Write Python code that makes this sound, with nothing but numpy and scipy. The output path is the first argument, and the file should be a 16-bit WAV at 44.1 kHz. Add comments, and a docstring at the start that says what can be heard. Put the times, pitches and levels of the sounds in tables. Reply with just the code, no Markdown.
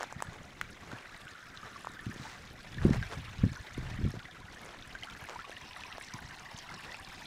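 """A shallow creek babbles over stones: countless small ringing bubbles over a wash of flickering noise.
Nearer bubbles plink out of it, more often as the hand-held microphone leans from the leafy bank over the
water; there ticking noise bursts make more drops, and a dulled echo and moving resonances tint the stream.
Short cracks and damped knocks are twigs, grainy noise is leaves stirred and slid on underfoot.
A low noise rumbles throughout, and in the middle a few gusts thump as dull pressure pulses."""
import sys
import numpy as np
from scipy import signal
from scipy.fft import rfft, irfft
from scipy.io import wavfile
from scipy.ndimage import uniform_filter1d

SR = 44100
rng = np.random.default_rng(int(sys.argv[2]) if len(sys.argv) > 2 else 0)


def persist_wave(psi):
    """Save psi, clipped to +-1, as 16-bit WAV."""
    counts = np.round(np.clip(psi, -1, 1) * 32767).astype(np.int16)
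    wavfile.write(sys.argv[1], SR, np.atleast_2d(counts).T)


N = 320166
TIME = np.arange(N) / SR  # [s]

# level of the babble and of the spray over time, before each layer's trim:
# (time [s], babble level [dB], spray level [dB])
WATER_LEVELS = [(0.0, -51.5, -66), (0.5, -52.5, -67), (1.2, -53.5, -65), (2.05, -53, -63.5),
                (2.6, -53, -64.5), (3.05, -48.5, -60), (3.8, -49.5, -61.5), (4.35, -53, -66.5),
                (5.13, -52, -64), (6.91, -51, -62), (7.26, -52, -59.5)]
# relative loudness of the small bubbles by pitch: (pitch [Hz], level [dB])
BUBBLE_LOUDNESS = [(500, -12), (800, -4.5), (1200, -2), (1800, 2.5), (2600, -3.5), (4000, 11.5), (6000, 9),
                   (9000, -1), (14000, -23)]
# near bubbles at set times, before trim: (time [s], pitch [Hz], peak level [dB])
NEAR_BUBBLES = [(1.145, 2030, -40.5), (1.269, 1460, -42.5), (1.351, 1470, -43), (1.630, 1280, -40.5),
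                (1.76, 1174, -40), (1.968, 1560, -42.5), (1.992, 1770, -39), (2.112, 1760, -38),
                (2.252, 845, -41.5), (2.783, 1720, -35.5), (2.933, 2000, -36), (3.027, 1620, -30.5),
                (3.567, 1510, -40), (4.254, 2000, -39.5), (4.48, 1530, -44), (4.57, 1740, -44),
                (4.63, 2170, -46), (4.951, 1560, -35.5), (5.024, 2010, -36.5), (5.034, 2970, -35),
                (5.086, 1440, -40.5), (5.15, 1690, -43.5), (5.24, 1510, -43), (5.358, 950, -36),
                (5.391, 1320, -37), (5.45, 2510, -45.5), (5.5192, 1600, -40), (5.547, 1900, -45),
                (5.763, 1960, -38.5), (5.836, 2530, -39.5), (5.849, 1005, -42.5), (5.917, 2000, -42),
                (6.944, 2510, -37)]
# near drops at set times, before trim: (time [s], peak level [dB], centre [Hz])
NEAR_DROPS = [(1.056, -30, 1640), (1.148, -40, 2100), (1.281, -38, 2650), (1.573, -31.5, 3610),
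              (2.816, -28.5, 1477), (4.524, -42, 5000), (4.824, -32.5, 3550), (5.043, -38, 4300),
              (5.044, -48, 9000), (5.209, -48, 12000), (5.239, -47, 10000), (5.255, -48, 11500),
              (5.5663, -31, 3000), (5.808, -32, 3260), (5.9255, -30, 3100), (6.024, -39, 7260),
              (6.046, -35, 5660), (6.084, -35.5, 4130), (6.1374, -31, 5600), (6.14, -31, 1540),
              (6.189, -30.5, 1510), (6.351, -45, 6100), (6.395, -37.5, 6000), (6.5765, -35, 6100),
              (6.587, -30.5, 5300), (6.741, -36, 5110)]
# colour of the blended wash of the whole stream: (frequency [Hz], level [dB per Hz])
WASH_COLOUR = [(120, -24), (200, -3.5), (394, -7.5), (635, -5), (735, -4), (1210, -3), (1840, -5),
               (2510, -3), (5730, -20), (14900, -32.5), (16000, -39)]
# the echo off the water as the microphone moves over it: (time [s], delay [ms], strength [0-1])
WATER_ECHO = [(4.3, 0.54, 0.24), (5.2, 0.66, 0.1), (5.6, 1.14, 0.26), (5.9, 1.03, 0.2), (6.7, 1.074, 0.33),
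              (7.26, 1.21, 0.27)]
# a narrow band that stands out over the water: (time [s], centre [Hz], boost [0-1])
BRIGHT_BAND = [(4.6, 6700, 0.03), (5.05, 6440, 0), (5.4, 5800, 0.3), (5.7, 5750, 0.9), (6.05, 5860, 1),
               (6.3, 5400, 0), (6.8, 5330, 0.9), (7.26, 5070, 0)]
# twigs and dry leaves snapping, before trim: (time [s], peak level [dB], knock pitch [Hz],
# crack level relative to the knock [dB], splinter pitch [Hz])
TWIG_SNAPS = [(0.0307, -27.5, 875, -2.5, 6200), (0.039, -26.5, 784, -12, 2000),
              (0.1252, -28.5, 880, -8.5, 6280), (.204, -34, 1110, -9, 2500),
              (0.2231, -19.5, 974, -9.5, 7800), (0.6133, -29, 1300, 1, 3470), (.917, -33, 1400, -9, 2620),
              (1.847, -29.5, 1080, -22, 2030), (1.871, -23, 1080, -19, 1500), (4.1056, -43, 595, 0, 9400),
              (5.2885, -32.5, 960, -11, 3000), (5.2959, -32.5, 700, -5.5, 1700),
              (5.4955, -28.5, 556, -20, 2200), (5.982, -28.5, 660, -12, 2500)]
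# colour of a snap's sharp crack: (frequency [Hz], level [dB])
CRACK_COLOUR = [(500, -15), (1500, 31), (3500, 1), (7000, 11), (10000, -12), (16000, -26)]
# shoes shifting in damp leaves: (middle [s], length [s], level [dB])
LEAF_SHUFFLES = [(0.013, 0.03, -38), (0.328, 0.096, -51), (0.944, 0.23, -50.5), (1.666, 0.071, -51),
                 (2.649, 0.016, -49), (2.848, 0.079, -42), (2.945, 0.053, -40), (3.129, 0.051, -43),
                 (3.87, 0.15, -52.5), (4.156, 0.021, -45), (4.67, 0.19, -51), (5.314, 0.067, -48),
                 (5.492, 0.036, -54), (6.885, 0.094, -51)]
# colour of the leaf rustle: (frequency [Hz], level [dB per Hz])
LEAF_COLOUR = [(150, -27), (350, 7.5), (800, 7.5), (1500, 4.5), (3000, -5.5), (7000, -13.5), (10000, -22.5),
               (16000, -36)]
# gusts on the microphone, before trim: (peak time [s], buffeting level [dB])
GUST_PEAKS = [(2.79, -41.5), (2.848, -32), (2.985, -34), (3.182, -43.5), (3.29, -51), (3.44, -33),
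              (3.809, -38), (3.93, -42.5), (4.045, -33.5)]
# eddies striking the microphone at set times, strong and weak: (time [s], peak level [dB], centre [Hz])
SET_EDDIES = [(0.166, -34, 126), (0.288, -34.5, 128), (0.934, -33.5, 188), (1.899, -44, 224),
              (2.068, -27, 176), (2.096, -31, 180), (2.162, -38.5, 320), (2.2, -34.5, 180),
              (2.853, -10.5, 230), (2.8585, -18, 280), (2.867, -15.5, 170), (2.881, -28, 250),
              (2.895, -21, 310), (2.91, -13, 172), (3.015, -31, 141), (3.175, -34.5, 131),
              (3.194, -43, 178), (3.391, -32, 106), (3.439, -12, 164), (3.4404, -23, 315),
              (3.467, -21, 154), (3.519, -33, 169), (3.605, -39, 63.8), (3.833, -38, 85),
              (3.781, -27.5, 248), (3.992, -27.5, 160.7), (4.015, -32, 252), (4.043, -23.5, 94),
              (4.052, -27, 258), (4.064, -19.5, 130), (4.141, -32, 300), (4.174, -33.5, 128),
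              (4.447, -41.5, 97), (5.229, -41, 104), (6.145, -35, 172), (6.251, -38.5, 90),
              (6.548, -39, 130)]
# colour of the buffeting in a gust: (frequency [Hz], level [dB per Hz])
GUST_COLOUR = [(12, -18), (22, 5), (55, 4), (125, 6), (310, -28), (560, -32), (800, -55), (1300, -100)]
# level of the low rumble, before trim: (time [s], level [dB])
RUMBLE_LEVEL = [(0.0, -54.5), (0.5, -51), (1.35, -59), (2.2, -53), (2.55, -52), (3.3, -62), (4.6, -53.5),
                (5.85, -57.5), (6.25, -53.5), (7.26, -55.5)]
# colour of the rumble in calm air: (frequency [Hz], level [dB per Hz])
CALM_COLOUR = [(12, -11), (20, 2.5), (38, -3), (118, -1), (176, -3.5), (212, -4.5), (370, -11.5),
               (600, -16), (780, -63), (1320, -120)]


def gain_of(db):
    """Decibels to amplitude."""
    return 10 ** (np.asarray(db) / 20)


def evened(x):
    """Scales to rms 1."""
    return x / np.sqrt(np.mean(x ** 2) + 1e-20)


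def read(points, hz):
    """Reads a spectrum on a log-frequency axis."""
    f, value = np.transpose(points)
    return np.interp(np.log(hz + 1), np.log(f + 1), value)


def follow(rows, axis):
    """One column of a curve at every sample."""
    columns = np.transpose(rows)
    return np.interp(TIME, columns[0], columns[axis])


def add(mix, s, sound):
    """Mixes a sound in at time s."""
    part = mix[max(round(s * SR), 0):][:len(sound)]
    part += sound[:len(part)]


def coloured(x, spectrum):
    """Gives a signal a spectrum, at rms 1."""
    gain = gain_of(read(spectrum, np.fft.rfftfreq(len(x), 1 / SR)))
    return evened(irfft(rfft(x) * gain, len(x)))


def drift(top_hz):
    """A smooth random wander of rms 1: noise kept only below top_hz."""
    noise = rfft(rng.standard_normal(N))
    return evened(irfft(noise * (np.fft.rfftfreq(N, 1 / SR) < top_hz), N))


def moments(per_s):
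    """Random events at a changing rate: rows of (time [s], two chance values [0-1])."""
    due = np.cumsum(per_s * np.ones(N)) / SR  # events expected so far
    when, one, other = rng.random((int(due[-1]), 3)).T
    return zip(np.interp(when * due[-1], due, TIME), one, other)


def leaning(middle_s=4.7, takes_s=0.38):
    """How far the microphone is out over the water, 0 to 1, on a smooth S-curve."""
    return 0.5 + 0.5 * np.tanh((TIME - middle_s) / takes_s)


def bubble(hz, t60, rise):
    """A trapped air pocket rings and dies; a positive rise lifts its pitch as it nears the surface."""
    t = np.arange(int(t60 * SR) + 8) / SR
    turns = hz * (t + rise * t ** 2 / (2 * t60))
    attack = 1 - np.exp(-t * hz)
    decay = gain_of(-60 * (t / t60) ** 1.56)
    return np.sin(2 * np.pi * turns) * attack * decay


def swarm(lo_hz, hi_hz, per_s, cycles, spread_db, rise, count=48):
    """Bubbles of many sizes burst in clusters as wavelets fold over; most are faint, a few loud."""
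    pitches = np.geomspace(lo_hz, hi_hz, count)
    rings = [bubble(hz, cycles / hz * rng.uniform(0.58, 2.16), rise * rng.uniform(-0.23, 1.55))
             for hz in pitches]
    # a wandering rate clusters the bursts
    due = np.cumsum(gain_of(3.5 * drift(14))) * per_s / SR
    when, kind, luck = rng.random((int(due[-1]), 3)).T
    starts = np.searchsorted(due, when * due[-1])
    kinds = (kind * count).astype(int)
    lucky_db = spread_db * np.minimum(-np.log(1 - luck), 3.8)
    sizes = gain_of(read(BUBBLE_LOUDNESS, pitches)[kinds] + lucky_db)
    out = np.zeros(N + SR)
    for i, k, size in zip(starts.tolist(), kinds.tolist(), sizes.tolist()):
        out[i:i + len(rings[k])] += size * rings[k]
    return out[:N] / np.std(out[:N])


def babble(gurgle_db=-3.5, trickle_db=-13.5, fizz_db=0.0, bank_db=-2.0):
    """Large bubbles gurgle, middling ones trickle, tiny ones fizz; all are softer from the bank."""
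    gurgle = swarm(lo_hz=607.2, hi_hz=2306, per_s=850, cycles=24.5, spread_db=5.5, rise=0.14)
    trickle = swarm(lo_hz=1409, hi_hz=3317, per_s=450, cycles=34, spread_db=8.5, rise=0.22)
    fizz = swarm(lo_hz=3236, hi_hz=12750, per_s=1400, cycles=19.6, spread_db=5.0, rise=0.084)
    body = gain_of(gurgle_db) * gurgle + gain_of(trickle_db) * trickle
    body = body * gain_of(follow(WATER_LEVELS, axis=1))
    fizz = fizz * gain_of(follow(WATER_LEVELS, axis=2) + fizz_db)
    return (body + fizz) * gain_of(bank_db * (1 - leaning()))


def burble(middle_s=1.74, length_s=1.18, level_db=-56.5):
    """For a while one ripple sheds a run of bubbles of nearly one size."""
    run = swarm(lo_hz=1137, hi_hz=1756, per_s=310, cycles=53, spread_db=2.0, rise=0.13, count=16)
    swell = np.exp(-(2 * (TIME - middle_s) / length_s) ** 4)
    return run * gain_of(level_db) * swell


def random_bubbles(bank_per_s=6.0, water_per_s=20.0, lo_hz=1200, hi_hz=4000,
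                   top_db=-45.0, nearer_db=3.5, range_db=13.5):
    """More near bubbles at random times, most over the water: rows of (time [s], pitch [Hz], level [dB])."""
    lean = leaning()
    rows = []
    for s, size, depth in moments(bank_per_s + (water_per_s - bank_per_s) * lean):
        db = top_db + nearer_db * np.interp(s, TIME, lean) - range_db * depth
        rows.append((s, lo_hz * (hi_hz / lo_hz) ** size, db))
    return rows


def gurgles(per_s=4.0, lo_hz=1000, hi_hz=3200, top_db=-41.0, range_db=17.0,
            gap_s=0.017, step_octaves=0.25, fade_db=3.8, count=4):
    """Air pockets break into quick chains of fading bubbles: rows of (time [s], pitch [Hz], level [dB])."""
    rows = []
    for s, size, depth in moments(per_s * leaning()):
        times = s + np.cumsum(gap_s * (0.5 + rng.random(count)))
        steps = np.cumsum(step_octaves * rng.standard_normal(count))
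        pitches = lo_hz * (hi_hz / lo_hz) ** size * 2 ** steps
        rows += zip(times, pitches, top_db - range_db * depth - fade_db * np.arange(count))
    return rows


def plinks(level_db=1.5, rise=0.25, start=0.97, pinch_db=-1.0, pinch_s=0.00062, rough=0.26,
           longest_cycles=42.4):
    """Near bubbles tick as they pinch off, then ring from just under pitch, shaken by the current."""
    out, t = np.zeros(N), np.arange(512) / SR
    shake = 1 + rough * drift(260)
    for s, hz, db in NEAR_BUBBLES + random_bubbles() + gurgles():
        # (frequency [Hz], level [dB])
        colour = [(hz / 2, -6), (hz, 0), (hz * 2, -7), (hz * 8, -42)]
        tick = coloured(rng.standard_normal(len(t)), colour)
        tick = tick * (1 - np.exp(-t * hz * 6)) * np.exp(-t / pinch_s)
        add(out, s, gain_of(db + pinch_db) * tick)
        # a fixed range of cycles to fall 60 dB, so large bubbles ring longer
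        t60 = longest_cycles / hz * rng.uniform(0.83, 1.0)
        ring = bubble(hz * start, t60, rise * rng.uniform(-0.18, 1.84))
        add(out, s, gain_of(db + level_db) * ring)
    return out * shake


def smack(hz, decay_s, attack_s=0.0004, skirt_db=-28.0):
    """A sudden impact: a quick, very short burst of noise around one pitch."""
    t = np.arange(1024) / SR
    # (frequency [Hz], level [dB])
    colour = [(hz / 4, 2 * skirt_db), (hz / 2, skirt_db), (hz, 0), (hz * 2, skirt_db), (hz * 4, 2 * skirt_db)]
    burst = coloured(rng.standard_normal(len(t)), colour)
    return burst * (1 - np.exp(-t / attack_s)) * np.exp(-t / decay_s)


def random_drops(per_s=40.0, lo_hz=1500, hi_hz=11000, top_db=-33.5, range_db=10.0, db_per_octave=-4.5):
    """More drops at random times, over the water: rows of (time [s], peak level [dB], centre [Hz])."""
    octaves = np.log2(hi_hz / lo_hz)
    rows = []
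    for s, size, depth in moments(per_s * leaning()):
        db = top_db - range_db * depth + db_per_octave * size * octaves
        rows.append((s, db, lo_hz * 2 ** (size * octaves)))
    return rows


def spatter(level_db=-4.5):
    """Near drops smack the surface one by one, each a short burst of noise."""
    out = np.zeros(N)
    for s, db, hz in NEAR_DROPS + random_drops():
        add(out, s, gain_of(db + level_db) * smack(hz, decay_s=0.0022))
    return out


def droplets(per_s=150, spread_db=5.5, level_db=-1.0, lo_hz=3300, hi_hz=11000, db_per_octave=-7.5, count=24):
    """Small flung droplets tick on the surface at many pitches, the higher ones fainter."""
    out = np.zeros(N)
    pitches = np.geomspace(lo_hz, hi_hz, count)
    ticks = [smack(hz, decay_s=0.002) * gain_of(db_per_octave * np.log2(hz / lo_hz)) for hz in pitches]
    for s, kind, luck in moments(per_s):
        lucky_db = spread_db * min(-np.log(1 - luck), 3)
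        add(out, s, ticks[int(kind * count)] * gain_of(lucky_db))
    return evened(out) * gain_of(follow(WATER_LEVELS, axis=2) + level_db)


def wash(level_db=-4.5, spray_db=-2.5, patchy_db=3.0, flicker_db=2.5, far_db=-71.0):
    """Distant ripples blend into a hiss that flickers in patches, over the even fizz of farther water."""
    hz = np.fft.rfftfreq(512, 1 / SR)
    real, imaginary, patches = rng.standard_normal((3, N // 128 + 5, len(hz)))
    # smoothed over time, then over frequency
    patches = uniform_filter1d(patches, size=6, axis=0)
    patches = evened(uniform_filter1d(patches, size=7, axis=1))
    flicker = evened(uniform_filter1d(rng.standard_normal(len(real)), size=5))[:, None]
    level = read(WASH_COLOUR, hz) + patchy_db * patches + flicker_db * flicker
    frames = (real + 1j * imaginary) * gain_of(level)
    high = 1 / (1 + (3500 / (hz + 1)) ** 4)  # share of the spray; the body takes the rest
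    body, spray = (evened(signal.istft((frames * share).T, nperseg=512, noverlap=384)[1][:N])
                   for share in (1 - high, high))
    # (frequency [Hz], level [dB per Hz])
    far_colour = [(300, -8), (3500, -4.5), (6500, 1.0), (10000, -10.0), (15500, -17)]
    far = coloured(rng.standard_normal(N), far_colour)
    body = body * gain_of(follow(WATER_LEVELS, axis=1) + level_db)
    spray = spray * gain_of(follow(WATER_LEVELS, axis=2) + spray_db)
    return body + spray + gain_of(far_db) * far


def resonate(x, hz, width):
    """A resonance of gain 1 that follows the curve hz: shift down, smooth, shift back."""
    turn = np.exp(2j * np.pi * np.cumsum(hz) / SR)
    r = np.exp(-np.pi * width / SR)
    return 2 * (turn * signal.lfilter([1 - r], [1, -r], x / turn + 1e-18)).real


def mirrored(x, dull_hz=3300, sheen_width_hz=560, hollow_ratio=1.16, hollow_width_hz=800, hollow=0.73):
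    """The rippled surface adds a dulled echo; a bright band and a hollow just above it move in pitch."""
    dulled = irfft(rfft(x) / (1 + (np.fft.rfftfreq(N, 1 / SR) / dull_hz) ** 4), N)
    echo = np.interp(TIME - follow(WATER_ECHO, axis=1) / 1000, TIME, dulled)
    hz, boost = follow(BRIGHT_BAND, axis=1), follow(BRIGHT_BAND, axis=2)
    bright = x + boost * resonate(x, hz, sheen_width_hz)
    dip = hollow * boost * resonate(bright, hz * hollow_ratio, hollow_width_hz)
    return bright - dip + follow(WATER_ECHO, axis=2) * echo


def snaps(knock_s=0.00088, crack_s=0.0012, crack_db=3.0, knock_db=3.5, overtone=0.16,
          lowest_hz=440, splinter_db=-5.0):
    """A twig gives way: a brief crack, the sharp tick of a splinter and a damped woody knock."""
    out, t = np.zeros(N), np.arange(1024) / SR
    for s, db, hz, bright_db, splinter_hz in TWIG_SNAPS:
        splinter = smack(splinter_hz, decay_s=0.0014, attack_s=0.0001)
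        add(out, s, gain_of(db + bright_db + splinter_db) * splinter)
        knock = np.sin(2 * np.pi * hz * t) - overtone * np.sin(2 * np.pi * hz * 1.5 * t)
        knock = knock * np.exp(-t / knock_s)
        crack = coloured(rng.standard_normal(len(t)), CRACK_COLOUR) * np.exp(-t / crack_s)
        add(out, s, gain_of(db) * (gain_of(knock_db) * knock + gain_of(bright_db + crack_db) * crack))
    return signal.sosfilt(signal.butter(2, lowest_hz, "highpass", fs=SR, output="sos"), out)


def shuffles(grain_db=3.5):
    """Damp leaves crush in clumped grains under a shifting foot."""
    pressure = sum(gain_of(db) * np.exp(-(2 * (TIME - s) / length) ** 2) for s, length, db in LEAF_SHUFFLES)
    grains = rng.standard_normal(N) * gain_of(grain_db * drift(250))
    return pressure * coloured(grains, LEAF_COLOUR)


def swish(middle_s=2.273, length_s=0.26, level_db=-50.0, grain_db=1.5):
    """A sole slides over wet leaves: one dense, bright swell."""
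    grains = rng.standard_normal(N) * gain_of(grain_db * drift(230))
    # (frequency [Hz], level [dB per Hz])
    colour = [(400, -6.5), (1300, 4.5), (2800, -4), (6000, -7.5), (8000, -13), (11000, -26), (16000, -29)]
    swell = np.exp(-(2 * (TIME - middle_s) / length_s) ** 2)
    return gain_of(level_db) * swell * coloured(grains, colour)


def gusting(rise_s=0.033, fall_s=0.045):
    """The strength of the gusts: each swells to its peak and dies away exponentially."""
    return sum(gain_of(db) * np.exp(-np.maximum((s - TIME) / rise_s, (TIME - s) / fall_s))
               for s, db in GUST_PEAKS)


def random_eddies(per_s=35.0, over_db=5.0, range_db=3.0, lo_hz=90, hi_hz=240):
    """More eddies at random times within the gusts: rows of (time [s], peak level [dB], centre [Hz])."""
    gust_db = 20 * np.log10(gusting() + 1e-9)
    rows = []
    for s, size, miss in moments(per_s * (gust_db > -55)):
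        db = np.interp(s, TIME, gust_db) + over_db - range_db * miss
        rows.append((s, db, lo_hz + (hi_hz - lo_hz) * size))
    return rows


def puffs(wake=0.18, wake_s=0.0083, rebound=0.77):
    """Each eddy is one dull pressure dip and its rebound, trailed by a short turbulent wake."""
    out, t = np.zeros(N), np.arange(-1024, 3072) / SR
    # (frequency [Hz], level [dB per Hz])
    wake_colour = [(30, -27), (130, 15.0), (380, -11.0), (600, -25.5), (1500, -63)]
    for s, db, hz in SET_EDDIES + random_eddies():
        u = (np.pi * hz * t) ** 2
        dip = (2 * u - 1 + rebound * np.pi * hz * t) * np.exp(-u)
        swirl = coloured(rng.standard_normal(len(t)), wake_colour)
        trail = np.maximum(t, 0) / wake_s
        add(out, s + t[0], gain_of(db) * (dip + wake * swirl * trail * np.exp(1 - trail)))
    return out


def breeze(calm_db=-1.5, gust_db=2.0, lumpy_db=5.0):
    """A faint lumpy outdoor rumble, and deeper buffeting in the gusts."""
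    lumps = gain_of(lumpy_db * np.tanh(drift(16)))
    calm = coloured(rng.standard_normal(N) * lumps, CALM_COLOUR)
    gust = coloured(rng.standard_normal(N), GUST_COLOUR)
    return gain_of(calm_db + follow(RUMBLE_LEVEL, axis=1)) * calm + gain_of(gust_db) * gusting() * gust


def banks(x, wet_db=-17.0, t60=0.26):
    """The banks and the water surface scatter a short, faint echo of sparse random taps."""
    t = np.arange(SR // 4) / SR
    sparse = rng.random(len(t)) < 2000 / SR  # about 2000 taps a second
    taps = rng.standard_normal(len(t)) * sparse * (t > 0.003) * gain_of(-60 * t / t60)
    return x + gain_of(wet_db) * signal.fftconvolve(x, taps / np.linalg.norm(taps))[:N]


def scene():
    """Water and leaves between the banks, with air on the microphone."""
    water = mirrored(wash() + banks(babble() + droplets()))
    near = banks(plinks() + spatter() + snaps() + burble())
    underfoot = shuffles() + swish()
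    air = breeze() + puffs()
    return (water + near + underfoot + air)[None]


def record(dry, edge_hz=15750):
    """The recorder's band limit: a steep lowpass."""
    lowpass = signal.firwin(401, edge_hz, window=("kaiser", 8), fs=SR)
    return signal.oaconvolve(dry, lowpass[None], "same")


dry = scene()
out = record(dry)
persist_wave(out)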